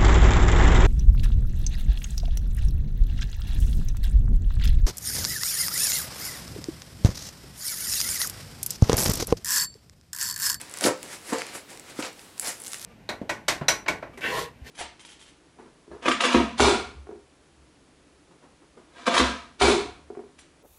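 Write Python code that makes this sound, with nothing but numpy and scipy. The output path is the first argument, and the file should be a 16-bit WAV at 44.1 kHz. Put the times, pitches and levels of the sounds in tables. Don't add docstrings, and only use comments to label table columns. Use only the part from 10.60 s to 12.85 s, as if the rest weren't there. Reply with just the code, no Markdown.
import sys
import numpy as np
from scipy import signal
from scipy.io import wavfile
from scipy.ndimage import uniform_filter1d

SR = 44100
rng = np.random.default_rng(int(sys.argv[2]) if len(sys.argv) > 2 else 0)


def to_wav(s):
    ch = np.atleast_2d(s).T
    pcm = np.round(np.clip(ch, -1, 1) * 32767)
    wavfile.write(sys.argv[1], SR, pcm.astype(np.int16))


N = 99225


def amp(db):
    return 10 ** (np.asarray(db) / 20)


def unit(x):
    return x / np.sqrt(np.mean(x ** 2) + 1e-20)


def read(points, hz):
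    f, value = np.transpose(points)
    return np.interp(np.log(hz + 1), np.log(f + 1), value)


def add(mix, s, sound):
    part = mix[max(round(s * SR), 0):][:len(sound)]
    part += sound[:len(part)]


def decay(t, t60):
    return np.exp(-np.log(1000) * t / t60)


BASS_HZ, TREBLE_HZ = 700, 7000


def colour(x, points, bass_db=0, treble_db=0, size=4096):
    hz = np.fft.rfftfreq(size, 1 / SR)
    bass = bass_db / (1 + (hz / BASS_HZ) ** 4)
    treble = treble_db * (1 - 1 / (1 + (hz / TREBLE_HZ) ** 6))
    log_gain = np.log(unit(amp(read(points, hz))) * amp(bass + treble))
    circle = np.concatenate([log_gain, log_gain[-2:0:-1]])
    spectrum = np.exp(np.conj(signal.hilbert(circle)))
    taps = np.fft.ifft(spectrum).real[:size // 2]
    return signal.oaconvolve(x, taps)[:len(x)]


def ticks(per_s, spread_db):
    size = amp(spread_db * np.minimum(rng.exponential(1, N), 3))
    sign = rng.choice([-1., 1.], N)
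    struck = rng.random(N) < per_s / SR
    return unit(size * sign * struck)


CATCH_S, CATCH_HZ = 0.004, 2500


def uneven(x, depth_db, size=128):
    z = signal.stft(x, SR, nperseg=size)[2]
    span = max(round(CATCH_S * SR / (size / 2)), 1)
    width = max(round(CATCH_HZ * size / SR), 1)
    patches = uniform_filter1d(rng.standard_normal(z.shape), span, 1)
    patches = unit(uniform_filter1d(patches, width, 0))
    rough = signal.istft(z * amp(depth_db * patches), SR, nperseg=size)[1]
    return unit(rough[:len(x)])


STROKE_SHAPE = 1.136


def strokes(rows, points, grains):
    out = np.zeros(N)
    for top, rise, fall, db, bass_db, treble_db in rows:
        first = max(round((top - 2 * rise) * SR), 0)
        part = grains[first:round((top + 2 * fall) * SR)]
        t = (first + np.arange(len(part))) / SR - top
        push = amp(db - 20 * np.maximum(-t / rise, t / fall) ** STROKE_SHAPE)
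        add(out, first / SR, colour(part * push, points, bass_db, treble_db))
    return out


# f/Hz, relative level/dB per Hz
ROOM_TONE_COLOUR = [(20, -19), (55, 1.5), (130, 4), (300, 3), (700, -2), (2000, -7.5), (4000, -7),
                    (10000, -21), (13000, -15.5), (16000, -23)]
ROOM_TONE_DB = -53


def room_tone():
    return amp(ROOM_TONE_DB) * colour(rng.standard_normal(N), ROOM_TONE_COLOUR)


# f/Hz, t60/s
ROOM_DECAY = [(150, 0.39), (500, 0.23), (2000, .32), (6000, 0.32), (14000, 0.11)]


def room(x):
    taps = np.zeros(SR // 2)
    at = np.arange(130, len(taps) - 20, 20)
    taps[at + rng.integers(0, 20, len(at))] = rng.choice([-1., 1.], len(at))
    hz, t, z = signal.stft(taps, SR, nperseg=256)
    fade = decay(t, read(ROOM_DECAY, hz)[:, None])
    tail = signal.istft(z * fade, SR, nperseg=256)[1]
    return signal.fftconvolve(x, tail / np.linalg.norm(tail))[:N]


# start t/s, end t/s, level/dB, ticks per s
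STRAINS = [(0.0, 0.037, -57, 380), (0.136, 0.247, -47.5, 330), (2.041, 2.268, -47, 670)]
# f/Hz, relative level/dB per Hz
TICK_COLOUR = [(100, -34), (1500, -13), (3500, -4.5), (6300, -0.5), (7300, -8), (11000, -4.5), (12800, -7),
               (16000, -27)]


def crackle():
    t = np.arange(N) / SR
    out = np.zeros(N)
    for start, end, db, per_s in STRAINS:
        out += amp(db) * ticks(per_s, spread_db=8.5) * ((t > start) & (t < end))
    return colour(out, TICK_COLOUR)


# loudest t/s, rise t/s, fall t/s, level before shelves/dB, bass shelf/dB, treble shelf/dB
SCRAPES = [(0.02, 0.16, 0.045, -45, 0, 2.5), (0.175, 0.22, 0.11, -43, -3, -1),
           (0.445, 0.11, 0.095, -46, 8, 2.5), (0.535, 0.084, 0.073, -40.5, -2, 5),
           (0.70, 0.088, 0.074, -40, 5, 6.5), (0.885, 0.18, 0.14, -42, 0.5, -4.5),
           (0.955, 0.032, 0.067, -40, 8, 8), (1.105, 0.038, 0.15, -45.5, 7.5, 3),
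           (1.305, 0.081, 0.051, -44.5, 0, -0.5), (1.400, 0.055, 0.041, -37.5, 3, 0.5),
           (1.61, 0.14, 0.23, -53.5, 6, 7.5), (1.812, 0.014, .06, -55, -8, 29.5),
           (2.09, 0.25, 0.11, -50.5, 4, 15), (2.145, 0.042, 0.066, -45, -16, 8),
           (2.245, 0.11, .05, -50, -2, 11)]
# f/Hz, relative level/dB per Hz
SCRAPE_COLOUR = [(40, -46), (130, -10), (290, -0.5), (700, -2.5), (1200, -2.5), (2100, 1), (3200, -6),
                 (5000, -3.5), (6400, -6.5), (7300, -5), (10800, -9), (12500, -20), (16000, -32)]
SCRAPE_GRAINS_PER_S, SCRAPE_GRIT_DB = 3000, -7


def scrapes():
    grit = amp(SCRAPE_GRIT_DB) * ticks(SCRAPE_GRAINS_PER_S, spread_db=3)
    grains = uneven(rng.standard_normal(N) + grit, depth_db=1.0)
    return strokes(SCRAPES, SCRAPE_COLOUR, grains)


# loudest t/s, rise t/s, fall t/s, level before shelves/dB, bass shelf/dB, treble shelf/dB
CRUNCHES = [(0.273, 0.019, 0.068, -24, 3, -2), (0.733, 0.019, .05, -26, -4.5, 0.5),
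            (1.40, 0.014, 0.031, -33, -5, 5.5)]
# f/Hz, relative level/dB per Hz
CRUNCH_COLOUR = [(40, -55), (150, -19.5), (300, 0.5), (500, 5), (700, -6.5), (950, -1), (1400, -4),
                 (2100, -9), (3300, -17), (6400, -17.5), (7400, -12), (11000, -27), (16000, -42)]
CRUNCH_GRAINS_PER_S = 2500


def crunches():
    return strokes(CRUNCHES, CRUNCH_COLOUR, ticks(CRUNCH_GRAINS_PER_S, spread_db=3.0))


# t/s, impulse level/dB, contact time/s
KNOCKS = [(0.024, -31.5, 0.0041), (0.2506, -11, .0013), (0.2566, -24.5, 0.00089), (0.262, -23.5, .0007),
          (0.2700, -14, 0.00084), (0.7245, -20, 0.0008), (0.7290, -16.5, 0.00056), (1.3904, -18.5, 0.0011),
          (1.8812, -30, 0.0015)]
# f/Hz, level/dB, t60/s
BOX_MODES = [(142.6, -26.5, 0.15), (240, -20.5, 0.075), (300.6, -8.5, 0.11), (306, -26, 0.14),
             (417, -34, 0.13), (460.8, -16.5, 0.2), (515.9, -12.5, 0.24), (589, -24.5, 0.37),
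             (713, -16.5, 0.1), (889.5, -13, 0.12), (948, -13.5, 0.06), (1028, -22.5, 0.32),
             (1070, -25, 0.058), (1318, -15.5, 0.24)]
BOX_LOW_HZ = 150
LID_HZ, LID_T60, LID_DB = 300, 0.028, -2
TEAR_TO_BOX_DB, SCRAPE_TO_BOX_DB = -39, -40.5


def box(tearing, scraping):
    blows = np.zeros(N)
    for s, db, contact in KNOCKS:
        u = np.arange(SR // 50) / SR / (contact / 2)
        push = u * np.exp(-2 * u)
        add(blows, s, -amp(db) * push / push.sum())
    t = np.arange(SR // 2) / SR
    ring = sum(amp(db) * decay(t, t60) * np.cos(2 * np.pi * hz * t) for hz, db, t60 in BOX_MODES)
    lid = amp(LID_DB) * decay(t, LID_T60) * np.cos(2 * np.pi * LID_HZ * t)
    force = blows + amp(TEAR_TO_BOX_DB) * tearing + amp(SCRAPE_TO_BOX_DB) * scraping
    sound = signal.oaconvolve(force, ring) + signal.oaconvolve(blows, lid)
    return signal.lfilter(*signal.butter(2, BOX_LOW_HZ, "high", fs=SR), sound[:N])


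# t/s, level/dB, centre f/Hz, least sharpness Q
SNAPS = [(0.0144, -11, 8500, 1.4), (0.0967, -21, 9470, 2), (0.1127, -19.5, 9400, 1.6),
         (0.1249, -23, 9000, 2.2), (0.1396, -11, 8340, 1.1), (0.173, -12, 7500, 0.55),
         (0.1872, -14, 8630, 2.3), (0.2102, -4, 7000, 0.23), (0.24, 2, 4800, 2.3), (0.2456, -1.5, 4650, 3),
         (0.3765, -28, 8500, 1.4), (0.43, -13, 9100, 0.45), (0.732, -13, 7900, 3.6),
         (0.7850, -11.5, 6000, 2), (0.8190, -5.5, 2240, 1.9), (0.8675, -17, 8130, .8),
         (1.1744, -20, 4000, 0.82), (1.1969, -17, 9400, 0.69), (1.4257, -10, 3730, 2.2),
         (1.456, -17, 4200, 2.1), (1.5298, -27.5, 9600, 2.2), (1.5940, -22, 4120, 1.14),
         (1.7798, -19, 7500, 0.42), (1.797, -0.5, 10300, 3.8), (2.0003, -20, 10000, 2.7),
         (2.0032, -21, 10000, 2.2), (2.0192, -14, 10300, 4.7), (2.038, -16, 9400, 2.8),
         (2.0600, -24, 9500, 2), (2.0689, -14, 7200, 1.6), (2.0804, -12, 7500, 1.4),
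         (2.119, -15, 7250, 1.5), (2.1330, -8.5, 5840, .7), (2.1443, -12.5, 2800, .8),
         (2.185, -20, 9000, 1.4), (2.2478, -10.5, 7250, 1.1)]
# f/Hz, relative level/dB per Hz
SNAP_COLOUR = [(60, -22), (300, 12), (700, 5), (2200, 4), (3300, -2), (5000, -0.5), (6400, -3.5),
               (7300, 3.5), (11000, 0), (12800, -20), (16000, -10)]
RATTLE_S, RATTLE_DB = 0.0011, -13


def snaps_and_clicks():
    out = np.zeros(N)
    t = np.arange(SR // 80) / SR
    for s, db, hz, q in SNAPS:
        crack = amp(RATTLE_DB) * rng.standard_normal(len(t)) * np.exp(-t / RATTLE_S)
        crack[0] = 1
        q = max(q, 3 * hz / SR)
        crack = signal.lfilter(*signal.iirpeak(hz, q, fs=SR), crack)
        crack = colour(crack, SNAP_COLOUR)
        add(out, s, amp(db) * crack / np.linalg.norm(crack))
    return out


# loudest t/s, rise t/s, fall t/s, level before shelves/dB, bass shelf/dB, treble shelf/dB
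RIPS = [(0.243, 0.035, .03, -28.5, -11, -3), (0.266, 0.05, 0.038, -21, 3, 0),
        (0.795, 0.12, 0.086, -32.5, -5, -10.5), (1.428, 0.014, 0.054, -34, -8.5, -11.5),
        (1.457, 0.052, 0.061, -33, -4, -11), (1.875, 0.072, 0.081, -28.5, -9.5, 2.5)]
# f/Hz, relative level/dB per Hz
RIP_COLOUR = [(40, -67), (120, -5.5), (290, -2), (520, -2), (730, -0.5), (950, -7), (2200, -5), (3400, -11),
              (5000, -7), (6400, -9.5), (7300, -5), (8200, -9.5), (10900, -8.5), (12500, -18.5),
              (16000, -31)]
RIP_GRAINS_PER_S, RIP_GRIT_DB = 1200, -7


def rips():
    grit = amp(RIP_GRIT_DB) * ticks(RIP_GRAINS_PER_S, spread_db=7)
    grains = uneven(rng.standard_normal(N) + grit, depth_db=2.5)
    return strokes(RIPS, RIP_COLOUR, grains)


TAPE_ROOM_DB, BOX_ROOM_DB = -11.5, -13.5


def scene():
    scraping = scrapes()
    tearing = rips() + crunches()
    surface = tearing + scraping + snaps_and_clicks() + crackle()
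    hollow = box(tearing, scraping)
    tail = room(amp(TAPE_ROOM_DB) * surface + amp(BOX_ROOM_DB) * hollow)
    return (surface + hollow + tail + room_tone())[None]


EDGE_HZ = 15900


def record(dry):
    taps = signal.firwin(401, EDGE_HZ, window=("kaiser", 9), fs=SR)
    return signal.oaconvolve(dry, taps[None], "same")


dry = scene()
out = record(dry)
to_wav(out)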